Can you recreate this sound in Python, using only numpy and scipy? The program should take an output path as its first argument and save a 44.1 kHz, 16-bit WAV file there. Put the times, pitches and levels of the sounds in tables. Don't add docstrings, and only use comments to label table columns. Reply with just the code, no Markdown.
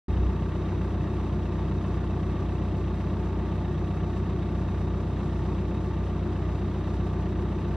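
import sys
import numpy as np
from scipy import signal
from scipy.fft import rfft, irfft
from scipy.io import wavfile

SR = 44100
rng = np.random.default_rng(int(sys.argv[2]) if len(sys.argv) > 2 else 0)


def pcm_store(signal):
    levels = np.round(np.clip(np.atleast_2d(signal), -1, 1) * 32767)
    wavfile.write(sys.argv[1], SR, levels.astype(np.int16).T)


N = 342216
FIRING_HZ = 31.015

# relative_knock_db, delay_s
CYLINDERS = [(-1, 0.0004), (0.5, 0.0017), (-1, 0.001), (-0.5, 0.00088)]


def gain_of(db):
    return 10 ** (np.asarray(db) / 20)


def unit_rms(x):
    return x / np.sqrt(np.mean(x ** 2) + 1e-20)


def curve(points, hz, column=1):
    table = np.array(points, float)
    return np.interp(np.log(hz + 1), np.log(table[:, 0] + 1), table[:, column])


def bins():
    return np.fft.rfftfreq(N, 1 / SR)


def drift(rate_hz):
    return unit_rms(irfft(rfft(rng.standard_normal(N)) / (1 + (bins() / rate_hz) ** 2) ** 2, N))


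def resonance_db(ring_hz, width_hz):
    return -20 * np.log10(1 + (2 * (bins() - ring_hz) / width_hz) ** 2)


def body_db():
    # frequency_hz, relative_density_db
    clatter = [(200, -32), (330, -3), (450, -3.5), (700, -7), (1000, -8), (1220, -8), (1380, -13.5),
               (1900, -12.5), (2120, -19), (2400, -19), (3300, -22.5), (3900, -26), (4500, -30),
               (7000, -41.5), (14000, -63.5)]
    # centre_hz, width_hz, boost_db
    panels = [(318, 39, 4.5), (915, 66, 7), (1142, 120, 3.5), (2197, 32, 7), (2660, 130, 2.5),
              (3694, 85, 5.5), (3774, 95, 6.5)]
    hz = bins()
    peaks_db = sum(db / (1 + (2 * (hz - centre) / width) ** 2) for centre, width, db in panels)
    return curve(clatter, hz) + peaks_db


def at_ports(pair, colour_db, apart_hz=220):
    # frequency_hz, coherence, left_lead_rad, left_over_right_db
    ports = [(150, .99, 0, -.2), (350, .81, 0, 4.7), (640, .89, .5, 0), (1200, .92, -.06, -.3),
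             (2200, .86, -.33, -.5), (3820, .76, .15, -1), (4800, .52, -.8, -1.5), (5960, .95, -1.5, -1.2),
             (7550, .49, -2.5, -.5), (9500, .61, -3, 0), (14000, .65, -4.5, 0)]
    hz = bins()
    direct, diffuse = rfft(pair) * gain_of(colour_db)
    apart = hz ** 2 / (hz ** 2 + apart_hz ** 2)
    coherence, lead_rad, lean_db = (curve(ports, hz, column) for column in (1, 2, 3))
    lean = np.exp(.5j * apart * lead_rad) * gain_of(apart * lean_db / 2)
    mid = np.sqrt(1 + coherence) * direct
    side = apart * np.sqrt(1 - coherence) * diffuse
    return unit_rms(irfft(np.array([(mid + side) * lean, (mid - side) / lean]), N))


def firing_count(t, hunt_firings=0.0076, hunt_hz=0.9):
    return FIRING_HZ * t + hunt_firings * drift(hunt_hz)


def each_cycle(firings, place):
    return np.searchsorted(firings, np.arange(place, firings[-1], len(CYLINDERS)))


def hiss(flicker_db=1.3, level_db=-62):
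    # frequency_hz, relative_density_db
    spectrum = [(100, -11), (1000, 4), (3000, 0), (4500, 1), (5900, 1), (7500, -3.5), (9000, -5.5),
                (11500, -13), (12500, -13), (13800, -23.5), (15000, -33)]
    noise = rng.standard_normal((2, N)) * gain_of(flicker_db * drift(40))
    return gain_of(level_db) * at_ports(noise, curve(spectrum, bins()))


def pip(t, peak_s=1.4385, pitch_hz=5600, width_s=.0018, fall_hz_per_s=50000, level_db=-56):
    age = t - peak_s
    envelope = gain_of(level_db) * np.exp(-(age / width_s) ** 2)
    return envelope * np.sin(2 * np.pi * (pitch_hz - fall_hz_per_s * age / 2) * age)


def pulley_rasp(t, turn_hz=24.2, rough_db=4.0, level_db=-67):
    spots = rng.standard_normal(16)
    track_db = rough_db * np.interp(t * turn_hz, np.arange(len(spots)) / len(spots), spots, period=1)
    friction = rng.standard_normal((2, N)) * gain_of(track_db)
    return gain_of(level_db) * at_ports(friction, resonance_db(ring_hz=3750, width_hz=600))


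def cover_buzz(t, shake_hz=89.1, depth_db=6, level_db=-57):
    shake = gain_of(depth_db * np.cos(2 * np.pi * shake_hz * t))
    ring = at_ports(rng.standard_normal((2, N)), resonance_db(ring_hz=1165, width_hz=190))
    return gain_of(level_db) * unit_rms(shake * ring)


def hums_and_whines(t, bend=0.00153, waver=0.41, flutter_rad_per_hz=0.0011, gain_db=-1):
    # pitch_hz, relative_level_db
    hums = [(56.7, -51), (59.6, -58.5), (354, -49.5), (366, -55.5), (378.3, -51.5), (598, -62),
            (716, -61.5), (871, -60), (1024, -66), (1150, -61), (1189, -62), (5949, -80.5)]
    bent_time = t + bend * np.cumsum(drift(3.07)) / SR
    sway, flutter = waver * drift(20), flutter_rad_per_hz * drift(8)
    out = np.zeros(N)
    for hz, db in hums:
        phase = 2 * np.pi * (hz * bent_time + rng.random()) + hz * np.roll(flutter, rng.integers(N))
        out += gain_of(db) * (1 + np.roll(sway, rng.integers(N))) * np.cos(phase)
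    return np.sqrt(2) * gain_of(gain_db) * out


def gas_rumble(firings, throb_db=1.56, dip_firings=0.16, level_db=-36):
    # frequency_hz, relative_density_db
    spectrum = [(12, -26.5), (38, -14), (55, 2), (72, -4.5), (100, -0.5), (135, 3), (195, 0.5), (240, -6.5),
                (280, -6.5), (360, -7.5), (425, -17), (700, -17), (1500, -32.5), (5000, -72.5)]
    puffs = gain_of(-throb_db * np.cos(2 * np.pi * (firings - dip_firings)))
    return gain_of(level_db) * at_ports(rng.standard_normal((2, N)) * puffs, curve(spectrum, bins()))


def chatter(firings, throb_db=0.5, dip_firings=0.11, grain_db=1.2, swell_db=0.73, level_db=-47):
    pulse_db = -throb_db * np.cos(2 * np.pi * (firings - dip_firings))
    envelope = gain_of(pulse_db - grain_db * np.tanh(drift(500)) + swell_db * drift(9.9))
    return gain_of(level_db) * at_ports(rng.standard_normal((2, N)) * envelope, body_db())


def valve_taps(firings, rise_s=0.0007, decay_s=0.0066, detune=0.006, spread_db=1.5, level_db=-61):
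    # place_firings, ring_hz, relative_level_db
    taps = [(0.04, 2820, -1), (0.11, 1898, -0.5), (0.12, 3133, -1), (0.34, 3350, -6), (0.55, 1943, -1),
            (1.07, 3035, 1.5), (1.09, 1857, 0), (1.3, 2654, 0), (1.57, 1970, -1.5), (2.04, 2460, -3),
            (2.26, 1557, 1.5), (2.27, 2497, -4.5), (2.96, 2664, -3.5), (3.08, 3670, -4), (3.23, 2630, 4),
            (3.51, 1927, 1.5), (3.95, 2750, -4)]
    # time_s, relative_level_db
    tap_strength = [(0, 2.5), (1.9, 0.5), (2.3, 1.5), (2.95, 1.5), (3.3, -0.5), (4, 1.5), (4.4, -2),
                    (7.7, 1.5)]
    age = np.arange(SR // 20) / SR
    envelope = (1 - np.exp(-age / rise_s)) * np.exp(-age / decay_s)
    out = np.zeros((2, N + len(age)))
    for place, ring_hz, db in taps:
        starts = each_cycle(firings, place)
        phase = 2 * np.pi * rng.random((2, 1))
        blur = 0.084 * np.cumsum(rng.standard_normal((2, len(age))), axis=1)
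        for start, (force, pitch) in zip(starts, rng.standard_normal((len(starts), 2))):
            ring = np.sin(2 * np.pi * ring_hz * (1 + detune * pitch) * age + phase + blur)
            tap_db = db + np.interp(start / SR, *np.transpose(tap_strength)) + spread_db * np.tanh(force)
            out[:, start:start + len(age)] += gain_of(tap_db) * envelope * ring
    muffle_db = -20 * np.log10(1 + (bins() / 5000) ** 4)
    return gain_of(level_db) * at_ports(out[:, :N], muffle_db)


def piston_slaps(firings, decay_s=0.0051, centre_hz=805, width_octaves=0.55, level_db=-56.5):
    # place_firings, relative_level_db
    slaps = [(1.12, -2.5), (1.371, -1), (2.55, -1.5), (3.27, -2.5)]
    blows = np.zeros(N)
    for place, db in slaps:
        starts = each_cycle(firings, place)
        blows[starts] += gain_of(db + rng.standard_normal(len(starts)))
    envelope = signal.lfilter([1], [1, -np.exp(-1 / (decay_s * SR))], blows)
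    band_db = -20 * np.log10(1 + (np.log2((bins() + 1) / centre_hz) / width_octaves) ** 4)
    return gain_of(level_db) * at_ports(rng.standard_normal((2, N)) * envelope, band_db)


def knocks(firings, rise_s=0.001, hold_s=0.012, decay_s=0.006, alike=.6, spread_db=0.54, level_db=-50.5):
    age = np.arange(SR // 10) / SR
    out = np.zeros((2, N + len(age)))
    for place, (db, delay_s) in enumerate(CYLINDERS):
        since = np.maximum(age - delay_s, 0)
        envelope = (1 - np.exp(-since / rise_s)) ** 2 * np.exp(-np.maximum(since - hold_s, 0) / decay_s)
        own_rattle = rng.standard_normal((2, len(age)))
        for start in each_cycle(firings, place):
            rattle = alike * own_rattle + np.sqrt(1 - alike ** 2) * rng.standard_normal(own_rattle.shape)
            force = gain_of(db + spread_db * rng.standard_normal())
            out[:, start:start + len(age)] += force * envelope * rattle
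    damping_db = -2 * bins() / 4000
    thin_db = -10 * np.log10(1 + (580 / (bins() + 1)) ** 4)
    return gain_of(level_db) * at_ports(out[:, :N], body_db() + damping_db + thin_db)


def order_levels(count=88):
    # frequency_hz, relative_level_db
    exhaust = [(31, -54), (62, -31.5), (93, -32.5), (124, -48.5), (155, -38.5), (210, -40), (265, -64.5),
               (310, -44), (420, -50.5), (500, -67), (680, -61)]
    # frequency_hz, below_harmonics_db
    imbalance = [(50, 39.5), (110, 16.5), (180, 9), (240, 1.5), (310, 15.5), (360, -5), (420, 11.5),
                 (480, 0.5), (700, 5)]
    # crankshaft_order, relative_level_db
    single_tones = [(7, -54), (8.5, -51.5), (9, -48.5), (12.5, -49), (13.5, -52), (15, -55.5), (16, -53),
                    (17, -51.5), (18, -58.5), (19.5, -49.5), (22.5, -51.5), (23, -48), (24, -51.5),
                    (24.5, -52.5), (26, -49.5), (29, -60.5), (31, -57), (32, -58.5), (33.5, -60.5),
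                    (36, -61), (38.5, -62.5), (40, -60), (45, -62.5), (46, -55.5), (56, -62), (57, -59.5),
                    (66, -68), (90, -66.5)]
    k = np.arange(1, count + 1)
    hz = k * FIRING_HZ / len(CYLINDERS)
    between = k % len(CYLINDERS) > 0
    camshaft_db = -11.5 * (k % 2)
    levels_db = curve(exhaust, hz) - between * curve(imbalance, hz) + camshaft_db
    return dict(zip(k / 2, levels_db)) | dict(single_tones)


def firing_drone(firings, jitter_firings=0.0027, roll_rad=0.28, suction_lag_firings=0.315, gain_db=-0.5):
    # frequency_hz, left_over_right_db
    balance = [(130, 0), (310, 1.7), (440, 2.2), (700, -0.7)]
    suction_top_hz, boom_top_hz = 140, 230
    turns = (firings + jitter_firings * drift(8)) / 2
    sway, wander = drift(9), roll_rad * drift(.6)
    out = np.zeros((2, N))
    for order, db in order_levels().items():
        hz = order * FIRING_HZ / 2
        waver = 0.045 + 0.003 * order
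        strength = gain_of(db) * unit_rms(1 + waver * np.roll(sway, rng.integers(N)))
        lean = gain_of(np.array([[1], [-1]]) * curve(balance, hz) / 2)
        phase = np.roll(wander, rng.integers(N))
        if order % 2 > 0 or hz > boom_top_hz:
            phase = phase + 2 * np.pi * rng.random()
        elif hz < suction_top_hz:
            phase = np.pi * (1 - order * suction_lag_firings)
        out += lean * (strength * np.cos(2 * np.pi * order * turns + phase))
    return np.sqrt(2) * gain_of(gain_db) * out


def scene():
    t = np.arange(N) / SR
    firings = firing_count(t)
    tones = firing_drone(firings) + hums_and_whines(t)
    impacts = knocks(firings) + piston_slaps(firings) + valve_taps(firings)
    noises = pulley_rasp(t) + cover_buzz(t) + chatter(firings) + gas_rumble(firings) + hiss()
    return tones + impacts + noises + pip(t)


def record(dry, start_s=.082, low_cut_on_s=0.307, bass_db=11, corner_hz=58, top_hz=15100):
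    t = np.arange(N) / SR
    shelf = 1 / (1 + (bins() / corner_hz) ** 5)
    extra_bass = (gain_of(bass_db) - 1) * irfft(rfft(dry) * shelf, N)
    before_cut = np.clip((low_cut_on_s - t) / .02 + .5, 0, 1)
    fade = np.clip(np.minimum(t - start_s, t[-1] - t) / .002, 0, 1)
    low_pass = signal.firwin(511, top_hz, window=("kaiser", 9), fs=SR)
    return signal.oaconvolve(fade * (dry + extra_bass * before_cut), low_pass[None], "same")


dry = scene()
out = record(dry)
pcm_store(out)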